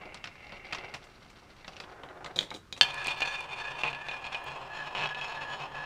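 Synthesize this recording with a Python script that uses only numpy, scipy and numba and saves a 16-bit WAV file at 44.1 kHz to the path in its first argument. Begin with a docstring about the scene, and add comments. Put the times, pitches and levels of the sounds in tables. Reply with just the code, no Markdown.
"""Marble run into a plastic bowl

A marble rumbles along the rails of a plastic run, clicks over the joints and trips a launcher with
clacking steel balls. It lands hard in a wide plastic bowl and circles there in a rapid train of tiny
hops that make the thin shell whirr and ring, with knocks and rattles where it meets the rim and bumps.
Heard from close by in a quiet, furnished room."""
import sys
import numpy as np
from scipy import signal
from scipy.fft import rfft, irfft
from scipy.io import wavfile
from scipy.ndimage import uniform_filter1d
from numba import njit

SR = 44100
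rng = np.random.default_rng(int(sys.argv[2]) if len(sys.argv) > 2 else 0)


def wav_record(signal):
    """Record a signal, one row per channel, as 16-bit PCM in the file named by sys.argv[1]."""
    frames = np.transpose(np.atleast_2d(signal))
    bounded = np.clip(frames, -1, 1)
    # unit amplitude maps onto the largest positive 16-bit level
    quanta = np.round(bounded * 32767).astype(np.int16)
    wavfile.write(sys.argv[1], SR, quanta)


N = 257984
TIME = np.arange(N) / SR
RING_TIME = TIME[:SR // 4]

# bed of still air: pitch_hz, level_db
ROOM_TONE_EQ = [(12, -35), (20, 4), (133, 0), (427, -8), (746, -18), (811, -17), (932, -11.5), (1270, -8.5),
                (1580, -13), (2270, -18.5), (5530, -24), (12400, -38), (15500, -41)]
# faders for the roll along the track: time_s, rumble_db, singing_db, chatter_db
TRACK_FADERS = [(0.0, -53, -52.5, -82), (0.32, -64.5, -56.5, -68), (0.63, -61.5, -50.5, -62),
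                (0.84, -50, -47, -58), (0.99, -64.5, -65.5, -64), (1.4, -63.5, -68.5, -63),
                (1.67, -64.5, -66, -61), (1.84, -53, -70, -56), (2.07, -52, -77, -82),
                (2.28, -49.5, -70, -71), (2.41, -55, -71, -46.5), (2.55, -60, -77, -73),
                (2.77, -61, -68.5, -69), (2.8, -58, -72, -65)]
# hollow rumble of the plastic tiles: pitch_hz, level_db
TILE_EQ = [(60, -15), (130, -2), (200, -15), (350, 0.5), (520, 0.5), (820, 3), (1050, -3), (1500, -1),
           (2200, -12), (5000, -37), (15000, -57)]
# singing of the steel rails: pitch_hz, level_db, t60_s
RAIL_MODES = [(831, 3.5, 0.15), (2065, -23, 0.1), (2130, 22, 0.019), (2270, 17.5, 0.025), (2470, 2, 0.1),
              (2696, 14.5, 0.051), (2700, -8, 0.089)]
# bright chatter on the rails: pitch_hz, level_db
CHATTER_EQ = [(1500, 0), (3000, 2), (4100, 2.5), (4900, 0), (5200, -12), (5600, 1), (6300, -15),
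              (9000, -20), (15000, -39)]
# clicks at joints and tiles: start_s, peak_db, pitch_hz, tick_db, knock_db
TRACK_CLICKS = [(0.0184, -39, 2300, -28, 8), (0.0549, -38, 2320, -30, 8), (0.144, -30.5, 4240, -36, -6),
                (0.172, -40.5, 2650, -28, -13), (0.241, -24.5, 2550, -20, -15),
                (0.256, -29.5, 2460, -25, -3), (0.273, -33, 2630, -34, -4), (0.3547, -37.5, 2300, -30, -10),
                (0.4683, -41, 2300, -29, -8), (0.494, -39, 2540, -26, 0), (0.522, -33.5, 2130, -28, 1.5),
                (0.569, -41, 2300, -26, -2), (0.666, -39.5, 2250, -28, -7), (0.725, -23, 2440, -20, -11),
                (0.73, -22, 2250, -24, -8.5), (0.748, -24.5, 2700, -22, -9), (0.7844, -31.5, 2560, -23, -2),
                (0.939, -29.5, 2130, -11.5, -2.5), (0.944, -27.5, 2740, -18, -5),
                (1.04, -42.5, 2700, -8, -11), (1.3, -44, 2500, -7, -8), (1.646, -35, 1900, -20, -6),
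                (1.679, -31, 2670, -20, -1.5), (1.734, -41, 2940, -17, -10), (1.766, -34.5, 2700, -21, -10),
                (1.801, -29, 2510, -17.5, -6), (1.838, -36, 1620, -20, -3), (2.034, -33.5, 1760, -22, 3.5),
                (2.088, -39.5, 1880, -25, 3), (2.173, -41, 1800, -20, 8), (2.245, -28.5, 3750, -25, 1.5),
                (2.261, -27.5, 2000, -15.5, 0), (2.514, -27.5, 1140, -22, -2), (2.561, -38, 3450, -8, 1),
                (2.765, -36, 2520, -7, 2.5), (2.776, -33.5, 3300, -9, -2)]
# low knock and bright tick of plastic parts: pitch_hz, level_db
KNOCK_EQ = [(50, -7.5), (150, 8.5), (350, -3.5), (600, 5.5), (1200, 3.5), (1800, -11), (4000, -42.5)]
TICK_EQ = [(3000, -22), (5000, -2), (7000, 0), (9000, -7), (11000, -16), (16000, -22)]

# clacks of the launcher and its steel balls: start_s, peak_db, ring_db, base_db
LAUNCHER_CLACKS = [(2.3602, -24, -11, 0), (2.364, -25.5, 0, -9), (2.381, -31, -7, -3),
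                   (2.3894, -9.5, -16, -19.5), (2.409, -23.5, 2, -1.5), (2.429, -33, -1, 5),
                   (2.505, -30, -4, -12), (2.541, -33.5, -2, 0), (2.548, -31, 1, 1),
                   (2.7261, -22, -1.5, -13)]
# ring of the launcher: pitch_hz, level_db, t60_s
LAUNCHER_MODES = [(2300, -2, 0.04), (2480, 8.5, 0.027), (3220, 2, 0.067), (3450, 6, .04), (3700, 5, 0.075),
                  (3900, 0, 0.18), (4200, -3, 0.03), (4600, 1, .04), (4950, 2.5, 0.04), (5700, -2, .04),
                  (6300, -3, 0.039), (6720, 5.5, 0.022)]
# its hard crack and the thump of its base: pitch_hz, level_db
CRACK_EQ = [(200, -30), (800, -16), (2600, -6.5), (3900, 16.5), (5200, -12), (7000, -8), (12000, -38)]
THUMP_EQ = [(60, -7), (160, 4.5), (320, 2.5), (440, 7.5), (600, 1.5), (900, -5.5), (1600, -10),
            (3500, -24), (10000, -50)]

# the landing and its rebounds: start_s, peak_db
LANDING_HITS = [(2.8114, -.8), (2.8203, -10.5), (2.8315, -16)]
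# ring of the bowl by where it is struck: pitch_hz, t60_s, inlet_db, outer_db, inner_db
BOWL_MODES = [(795, 0.2, -45, -4, -8), (947, 0.23, -7.5, 1, -13), (1190, 0.097, -24, -20, -23),
              (1600, 0.017, -6, -27, -27), (1702, 0.13, -8, -7.5, -6.5), (1744, 0.075, 5, -7.5, -11.5),
              (2150, 0.026, -26, -1, -3), (2471, 0.079, -14.5, 23.5, 7.5), (2584, 0.033, -27, 18, 21.5),
              (2700, 0.047, 4, 19, 8), (2750, 0.044, -15, 0, -7), (2840, 0.064, 5, 2, 2),
              (2992, 0.032, -1, 12.5, 20), (3118, 0.05, -6, 2, -1.5), (3296, 0.055, -20, 3, 7.5),
              (3534, 0.073, 11, 5, -9), (3552, 0.059, 5, -2, -9), (3750, 0.061, -43, -25, 1),
              (4200, 0.068, -3, -5.5, -0.5), (4370, 0.059, -1, -0.5, -22), (4430, 0.072, -10, -6.5, -17.5),
              (4700, 0.041, -19, -28, -41), (5310, 0.037, -28, -17, -5), (5450, 0.058, -24, -20, -25),
              (5770, 0.041, -32, -19, -39), (6030, 0.056, -34, -16.5, -21), (6780, 0.059, -26, -20.5, -13),
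              (7560, 0.043, -4, -26, -35), (8600, 0.027, -25, -24, -34)]
# the wall flexing at the point of impact: pitch_hz, level_db, t60_s
FLEX_MODES = [(865, -12, 0.09), (1250, -38, 0.014), (2470, -29, .012), (3120, 18.5, 0.02),
              (4410, 19.0, 0.014)]
# how hard the marble presses on the bowl as it climbs and dips: time_s, force_db
BOWL_FORCE = [(2.87, 1), (2.94, 3), (2.98, 0), (3.07, 5.5), (3.18, 0.5), (3.21, 6), (3.33, 4.5),
              (3.43, 0.5), (3.47, -6), (3.54, 2), (3.72, 0), (3.75, -5), (3.79, 1.5), (3.86, 4), (3.92, -1),
              (4.04, -6.5), (4.09, 0.5), (4.22, -4.5), (4.26, 2), (4.3, -5.5), (4.34, 5), (4.4, -4),
              (4.45, -4.5), (4.49, 1), (4.59, -5), (4.69, -6), (4.77, 1), (4.93, -1), (4.96, 4.5),
              (5.05, 4.5), (5.13, -4), (5.17, -3), (5.2, 2), (5.47, -0.5), (5.54, 2), (5.64, -1),
              (5.69, -7), (5.76, -0.5), (5.85, 1.5)]
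# its way round the bowl: time_s, position_laps
BOWL_LAPS = [(2.81, 0.2), (2.9, 0.37), (3.13, 0.63), (3.48, 0.92), (3.85, 1.38), (4.23, 1.6), (4.61, 1.7),
             (4.92, 2.33), (5.29, 2.84), (5.65, 3.2), (5.85, 3)]
# the short push that each contact radiates directly: pitch_hz, level_db
PUSH_EQ = [(40, -27), (100, -21), (140, 7.5), (195, -10.5), (240, -8), (300, -11.5), (520, -5), (950, 2.5),
           (1400, -11), (2000, -15), (3000, -8.5), (4200, -22.5), (6000, -37), (16000, -71.5)]
# the shell's four mode families: low_hz, high_hz
FAMILY_BANDS = [(1600, 2000), (2000, 3000), (3000, 4800), (4800, 9000)]
# fader for the lowest family, a thin tone near 1.7 kHz: time_s, level_db
LOW_RING_FADER = [(2.87, -50), (2.89, -54), (3.02, -38), (3.08, -54), (3.19, -50), (3.21, -41.5),
                  (3.34, -42.5), (3.38, -55), (3.55, -57), (3.63, -41), (3.81, -54.5), (4.11, -43.5),
                  (4.2, -55), (4.49, -49), (4.59, -63), (4.8, -41), (4.94, -54), (5.03, -41), (5.23, -46),
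                  (5.27, -51), (5.42, -43.5), (5.55, -45), (5.57, -56), (5.68, -60), (5.74, -44.5),
                  (5.85, -44)]
# how each higher family answers the marble: level_db, db_per_force_db, drift_db_per_s, nodal_line_db
FAMILY_RESPONSE = [(-42, 1.2, -.5, -2), (-48.5, 1.65, -.5, -0.5), (-61.5, 1.7, 0, -2)]
# the marble damps the shell, one value a family: t60_ratio
FAMILY_RING_KEPT = [1, .85, .55, .7]
# how far the marble's weight bends the pitch, one value a family: detune_share
FAMILY_DETUNE = [0.072, .25, 0.12, 0.086]
# dense, short ring of the bowl's high modes: pitch_hz, level_db
SHELL_EQ = [(1500, -56), (2600, 26), (3300, 13), (4300, 6.5), (5000, -16), (7000, -3), (8800, -33),
            (10000, -63), (15000, -54)]
# fine hiss of the running surface: pitch_hz, level_db
HISS_EQ = [(3000, -37), (4500, 5), (5400, -1), (6200, -2), (7200, -7), (8700, -11.5), (9800, -33),
           (15000, -22)]
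# sharp little ticks under the marble: start_s, peak_db, top_treble_db
BOWL_TICKS = [(2.943, -32, -16), (3.044, -29.5, -14), (3.07, -23.5, -14), (3.18, -45, 13),
              (3.206, -30, -13), (3.406, -39, -10), (4.4414, -42, 12)]
# knocks on the rim and on bumps: start_s, peak_db
BOWL_KNOCKS = [(3.0471, -28), (3.06, -26), (3.0815, -19), (3.2052, -22), (3.2195, -14), (3.252, -25),
               (3.275, -26), (3.835, -15), (3.8777, -22), (3.93, -25), (3.948, -28), (4.0856, -23.5),
               (4.113, -25), (4.2428, -30), (4.267, -29), (4.3461, -22), (5.0365, -24), (5.0903, -28),
               (5.147, -27), (5.213, -26)]
# runs of even bounces: start_s, length_s, gap_s, first_peak_db, last_peak_db, tilt_db_per_octave
BOWL_RATTLES = [(3.8425, .058, .0048, -22, -28, 0), (4.9503, .108, .005, -22, -22, 7)]
# tail returned by furniture and walls: pitch_hz, level_db
REVERB_EQ = [(60, -22.5), (300, 1.5), (3000, -6.0), (7000, -9.0), (15000, -4.0)]

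SPIRAL_S = [3.67, 4.9]  # the marble passes from the outer surface to the inner
NODAL_LINES, LOBE_SHARPNESS = 3, 0.97  # sharper lobes make narrower swells between the lines
HOP_HZ, HOP_JITTER, HOP_SAG_PER_S = 399.3, .33, .15  # base values; the rate sags as the marble slows
DETUNE_START, DETUNE_PER_S, DETUNE_LAP_SWING = -0.032, 0.02, 0.011  # each family takes its share


def undb(db):
    """Decibels to gain."""
    return np.exp(np.asarray(db) * (np.log(10) / 20))


def unit(x):
    """Scale to rms 1."""
    return x / np.sqrt(np.mean(x ** 2))


def peaked(x, db):
    """Scale to a peak level."""
    return x * undb(db) / np.abs(x).max()


def steady(x, window_s):
    """Ride the gain to hold rms near 1 in every short stretch."""
    return x / np.sqrt(uniform_filter1d(x ** 2, int(window_s * SR)) + 1e-12)


def faders(table):
    """Each dB column of a table as a gain for every sample."""
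    times, *columns = np.transpose(table)
    return [undb(np.interp(TIME, times, column)) for column in columns]


def wander(rate_hz):
    """Random drift with rms 1."""
    knots = np.arange(0, TIME[-1] + 1 / rate_hz, 1 / rate_hz)
    return unit(np.interp(TIME, knots, rng.standard_normal(len(knots))))


def add(out, start_s, sound):
    """Mix a sound in at its cue."""
    start = max(int(start_s * SR), 0)
    out[start:start + len(sound)] += sound[:N - start]


def through(x, response):
    """Play x through an impulse response."""
    return signal.fftconvolve(x, response)[:len(x)]


def colour(eq, size=4096):
    """Minimum-phase impulse response of an EQ curve."""
    hz, db = np.transpose(eq)
    bins_hz = np.fft.rfftfreq(size, 1 / SR)
    log_gain = np.log(undb(np.interp(np.log(bins_hz + 1), np.log(hz), db)))
    cepstrum = irfft(log_gain)
    cepstrum[1:size // 2] *= 2
    cepstrum[size // 2 + 1:] = 0
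    return np.pad(irfft(np.exp(rfft(cepstrum))), (0, len(RING_TIME) - size))


def fade(t60):
    """Exponential decay, 60 dB down after t60 seconds."""
    return np.exp(-np.log(1000) * RING_TIME / t60)


def burst(eq, t60):
    """Many close modes dying together: a coloured, decaying noise."""
    return unit(through(rng.standard_normal(len(RING_TIME)) * fade(t60), colour(eq)))


def ring(modes):
    """A struck body: one decaying sine for each mode."""
    return sum(undb(db) * fade(t60) * np.sin(2 * np.pi * hz * RING_TIME) for hz, db, t60 in modes)


def soften(x, hz):
    """Plastic yields, so a contact lasts a moment and loses its top."""
    return signal.sosfilt(signal.butter(2, min(hz, .45 * SR), fs=SR, output="sos"), x)


def room_tone():
    """Still air lays a faint, dark bed of noise under everything."""
    return undb(-57.5) * unit(through(rng.standard_normal(N), colour(ROOM_TONE_EQ)))


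def hops(rate_hz, jitter, scatter_db, grit_db):
    """A rolling marble leaves the surface and falls back again and again; fine grit fills the gaps."""
    phase = np.cumsum(rate_hz * np.exp(jitter * wander(400))) / SR
    contacts = np.diff(np.floor(phase), prepend=0) * undb(scatter_db * np.tanh(wander(167)))
    return unit(contacts) + undb(grit_db) * rng.standard_normal(N)


def track_roll(end_s=2.56):
    """The marble rumbles over hollow tiles and makes the steel rails sing and chatter."""
    tile_gain, rail_gain, chatter_gain = faders(TRACK_FADERS)
    lumps = undb(2.5 * np.tanh(wander(45)))
    contacts = steady(hops(220, jitter=.6, scatter_db=8, grit_db=-3), window_s=.09) * lumps
    contacts *= np.interp(TIME - end_s, [0, .05], [1, 0])
    rumble = undb(-3) * tile_gain * unit(through(contacts, colour(TILE_EQ)))
    singing = undb(-3) * rail_gain * unit(soften(through(contacts, ring(RAIL_MODES)), hz=4500))
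    grit = through(contacts, fade(0.037)) * rng.standard_normal(N)
    chatter = undb(-3.5) * chatter_gain * unit(through(grit, colour(CHATTER_EQ)))
    return rumble + singing + chatter


def track_clicks():
    """Each joint or tile answers with a snap, a ping at its own resonance, a low knock and a tick."""
    out = np.zeros(N)
    for start_s, peak_db, hz, tick_db, knock_db in TRACK_CLICKS:
        body_eq = [(hz / 6, -25), (hz / 2.84, -8), (hz, 0), (hz * 1.53, -6), (hz * 2, -4),
                   (hz * 3, -22), (hz * 5, -38)]
        ping = undb(-5) * unit(ring([(hz * .96, -3, .03), (hz * 1.03, 0, .04), (hz * 2.1, -3, .035)]))
        snap = burst(body_eq, t60=0.028) + undb(-5) * burst(body_eq, t60=0.1)
        knock = undb(knock_db) * burst(KNOCK_EQ, t60=0.092)
        tick = undb(tick_db) * burst(TICK_EQ, t60=0.11)
        add(out, start_s, peaked(soften(snap + ping, hz=4870) + knock + tick, peak_db))
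    return out


def launcher():
    """Steel and plastic clack: a hard crack, a ring near 4 kHz, and a thump and a tick in the base."""
    out = np.zeros(N)
    for start_s, peak_db, ring_db, base_db in LAUNCHER_CLACKS:
        modes = [(hz, db + 2 * rng.standard_normal(), t60) for hz, db, t60 in LAUNCHER_MODES]
        crack = soften(burst(CRACK_EQ, t60=0.0069), hz=5200)
        base = burst(THUMP_EQ, t60=0.1) + undb(-9.5) * burst(TICK_EQ, t60=0.17)
        clack = crack + undb(ring_db) * unit(ring(modes)) + undb(base_db) * base
        add(out, start_s, peaked(clack, peak_db))
    return out


def disperse(x, hz, width_hz):
    """Bending waves smear a blow over a few cycles: an all-pass holds back the band around hz."""
    radius = np.exp(-np.pi * width_hz / SR)
    poles = np.array([1, -2 * radius * np.cos(2 * np.pi * hz / SR), radius ** 2])
    return signal.lfilter(poles[::-1], poles, x)


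def thin_out(x):
    """The small open shell radiates little bass."""
    return signal.sosfilt(signal.butter(3, 600, "high", fs=SR, output="sos"), x)


def bowl_landing():
    """The landing flexes the wall, rings the whole bowl and thuds faintly in the tower beneath."""
    out = np.zeros(N)
    inlet = unit(ring([(hz, db, t60) for hz, t60, db, *_ in BOWL_MODES]))
    flex = unit(disperse(unit(ring(FLEX_MODES)), hz=3300, width_hz=530))
    shell = thin_out(soften(inlet + undb(2.5) * flex, hz=6500))
    tick = undb(-21) * burst(TICK_EQ, t60=0.11)
    thud = undb(-24.5) * burst([(50, -12), (130, 7), (220, -3), (500, -16), (1500, -35)], t60=0.17)
    for start_s, peak_db in LANDING_HITS:
        add(out, start_s, peaked(shell + tick + thud, peak_db))
    return out


def bouncing(settle_s):
    """A knock sets the marble bouncing: 1 at the hit, dying away as it settles."""
    knocks_s = np.array([0] + [start_s for start_s, _ in BOWL_KNOCKS])
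    latest_s = knocks_s[np.searchsorted(knocks_s, TIME, "right") - 1]
    return np.exp(-(TIME - latest_s) / settle_s)


def surface_grip(flight_s, duck_db):
    """A gain that ducks before each knock and through each rattle, as the marble is thrown clear."""
    grip = np.ones(N)
    flights = [(s - flight_s, s) for s, _ in BOWL_KNOCKS]
    flights += [(s - flight_s, s + length_s) for s, length_s, *_ in BOWL_RATTLES]
    for start_s, end_s in flights:
        grip[int(start_s * SR):int(end_s * SR)] = undb(duck_db)
    return uniform_filter1d(grip, size=128)


@njit
def resonate(x, hz, t60):
    """One mode whose pitch may glide while it rings."""
    y, state, pole = np.empty(len(x)), 0j, 0j
    for i in range(len(x)):
        if i % 16 == 0:
            pole = np.exp((2j * np.pi * hz[i] - np.log(1000) / t60) / SR)
        state = state * pole + x[i]
        y[i] = state.imag
    return y


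def family_swells(force, grip, laps, age_s):
    """A gain per mode family: the lowest rides its fader, the rest follow force and nodal lines."""
    antinode = (np.sin(np.pi * NODAL_LINES * laps) ** 2) ** LOBE_SHARPNESS
    gains = [undb(1) * faders(LOW_RING_FADER)[0]]
    for db, growth, db_per_s, node_db in FAMILY_RESPONSE:
        lobes = np.sqrt(antinode + undb(node_db) ** 2 * (1 - antinode))
        gains.append(grip * undb(db + db_per_s * age_s) * force ** growth * lobes)
    return gains


def shell_ring(contacts, gains, laps, age_s):
    """Hops ring the shell; the marble's weight detunes it, steadily as it spirals in and once a lap."""
    out = np.zeros(N)
    inward = np.interp(TIME, SPIRAL_S, [0, 1])
    detune = 1 + DETUNE_START + DETUNE_PER_S * age_s + DETUNE_LAP_SWING * np.cos(2 * np.pi * laps)
    for gain, (low_hz, high_hz), share, kept in zip(gains, FAMILY_BANDS, FAMILY_DETUNE, FAMILY_RING_KEPT):
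        tuning = detune ** share * (1 + 0.006 * wander(25))
        family = np.zeros(N)
        for hz, t60, _, outer_db, inner_db in BOWL_MODES:
            if low_hz <= hz < high_hz:
                # every mode has nodal lines of its own: a random drift lets them take turns
                drive_db = outer_db + (inner_db - outer_db) * inward + 4 * np.tanh(wander(21))
                family += resonate(contacts * undb(drive_db), hz * tuning, float(t60) * kept)
        out += gain * steady(soften(family, hz=high_hz * 1.3), window_s=.12)
    return out


def surface_grit(contacts, spray_gain, hiss_gain):
    """Each contact meets fresh texture: a gritty spray, a hiss and a swish sinking as the roll slows."""
    grit = through(contacts, fade(0.011)) * rng.standard_normal(N)
    spray = undb(-5) * unit(soften(through(grit, colour(SHELL_EQ)), hz=4500))
    hiss = undb(-4.5) * unit(through(grit, colour(HISS_EQ)))
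    swish_hz = np.interp(TIME, [3, 4.4, 5], [8700, 8200, 6800])
    swish = undb(-14) * unit(resonate(grit, swish_hz, t60=0.0083))
    return spray_gain * spray + hiss_gain * (hiss + swish)


def bowl_roll():
    """The circling marble drums on the shell in tiny hops: a direct whirr, a ring and fine grit."""
    age_s = np.maximum(TIME - LANDING_HITS[0][0], 0)
    laps = np.interp(TIME, *np.transpose(BOWL_LAPS))
    bounce = bouncing(settle_s=.06)
    grip = surface_grip(flight_s=.013, duck_db=-6)
    lumps_db = 2 * np.tanh(wander(45))  # the surface is not quite smooth
    force = faders(BOWL_FORCE)[0] * undb(bounce + lumps_db)  # a knock adds 1 dB
    # a harder contact or a knock throws the marble higher: its hops grow slower and more even
    rate_hz = HOP_HZ / force ** .22 * np.exp(-HOP_SAG_PER_S * age_s - .35 * bounce)
    jitter = HOP_JITTER / force ** .4 * np.exp(-1.6 * bounce)
    # a longer flight ends in a harder contact
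    contacts = hops(rate_hz, jitter, scatter_db=3.5, grit_db=-16) / np.sqrt(rate_hz)
    pushes = -unit(through(contacts * grip, colour(PUSH_EQ)))
    whirr = undb(-43.5 + 0.83 * age_s) * force ** 0.65 * pushes
    gains = family_swells(force, grip, laps, age_s)
    ringing = shell_ring(contacts, gains, laps, age_s)
    grit = surface_grit(contacts, spray_gain=gains[2], hiss_gain=gains[3])
    return (whirr + ringing + grit) * np.interp(TIME, [2.815, 2.85], [0, 1])


def bowl_ticks():
    """Sharp little ticks under the marble, each a pinch of bright noise."""
    out = np.zeros(N)
    for start_s, peak_db, top_db in BOWL_TICKS:
        tick = burst([(4000, 11.5), (8000, 10.0), (15000, top_db)], t60=0.013)
        add(out, start_s, peaked(tick, peak_db))
    return out


def surface_ring(at_s, tilt_db):
    """The bowl's ring, struck where the marble runs at that moment and tilted by tilt_db per octave."""
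    return unit(ring([(hz, np.interp(at_s, SPIRAL_S, [outer_db, inner_db]) + tilt_db * np.log2(hz), t60)
                      for hz, t60, _, outer_db, inner_db in BOWL_MODES]))


def bowl_knocks(longest_rebound_s=0.0068, rebound_db=-8):
    """The marble hits the rim or a bump, rings the running surface and bounces once more."""
    out = np.zeros(N)
    push = undb(-7.5) * thin_out(-unit(colour(PUSH_EQ)))
    for start_s, peak_db in BOWL_KNOCKS:
        snap = undb(-4.5) * burst(SHELL_EQ, t60=0.025)
        knock = soften(surface_ring(start_s, tilt_db=-4.5) + push + snap, hz=7300)
        add(out, start_s, peaked(knock, peak_db))
        rebound_s = longest_rebound_s * rng.uniform(0.69, 1.0)
        add(out, start_s + rebound_s, peaked(knock, peak_db + rebound_db))
    return out


def bowl_rattles(jitter=.12, scatter_db=1.2):
    """Thrown up by a bump, the marble bounces in a quick, even run of sharp contacts with choked rings."""
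    out = np.zeros(N)
    push = -unit(colour(PUSH_EQ))
    for start_s, length_s, gap_s, first_db, last_db, tilt_db in BOWL_RATTLES:
        shell = undb(-1) * unit(surface_ring(start_s, tilt_db) * fade(t60=.07))
        at_s, end_s = start_s, start_s + length_s
        while at_s < end_s:
            lag, strength = rng.standard_normal(2)
            bounce = soften(push + shell + undb(-6) * burst(SHELL_EQ, t60=0.016), hz=6500)
            peak_db = np.interp(at_s, [start_s, end_s], [first_db, last_db]) + scatter_db * strength
            add(out, at_s, peaked(bounce, peak_db))
            at_s += gap_s * np.exp(jitter * lag)
    return out


def room(x, wet_db, t60):
    """Furniture and walls return a short, dull tail."""
    attack = np.clip(RING_TIME / 0.0033, 0, 1) ** 2
    tail = burst(REVERB_EQ, t60) * attack
    return x + undb(wet_db) * through(x, tail / np.linalg.norm(tail))


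def scene():
    """Track, launcher and bowl in the quiet room, in mono."""
    run = track_roll() + track_clicks() + launcher()
    bowl = bowl_landing() + bowl_knocks() + bowl_ticks() + bowl_rattles() + bowl_roll()
    return (room(run + bowl, wet_db=-11.0, t60=0.22) + room_tone())[None]


def record(dry):
    """A steep low-pass trims the air above 15.4 kHz."""
    return signal.sosfilt(signal.ellip(8, .2, 70, 15400, fs=SR, output="sos"), dry)


dry = scene()
out = record(dry)
wav_record(out)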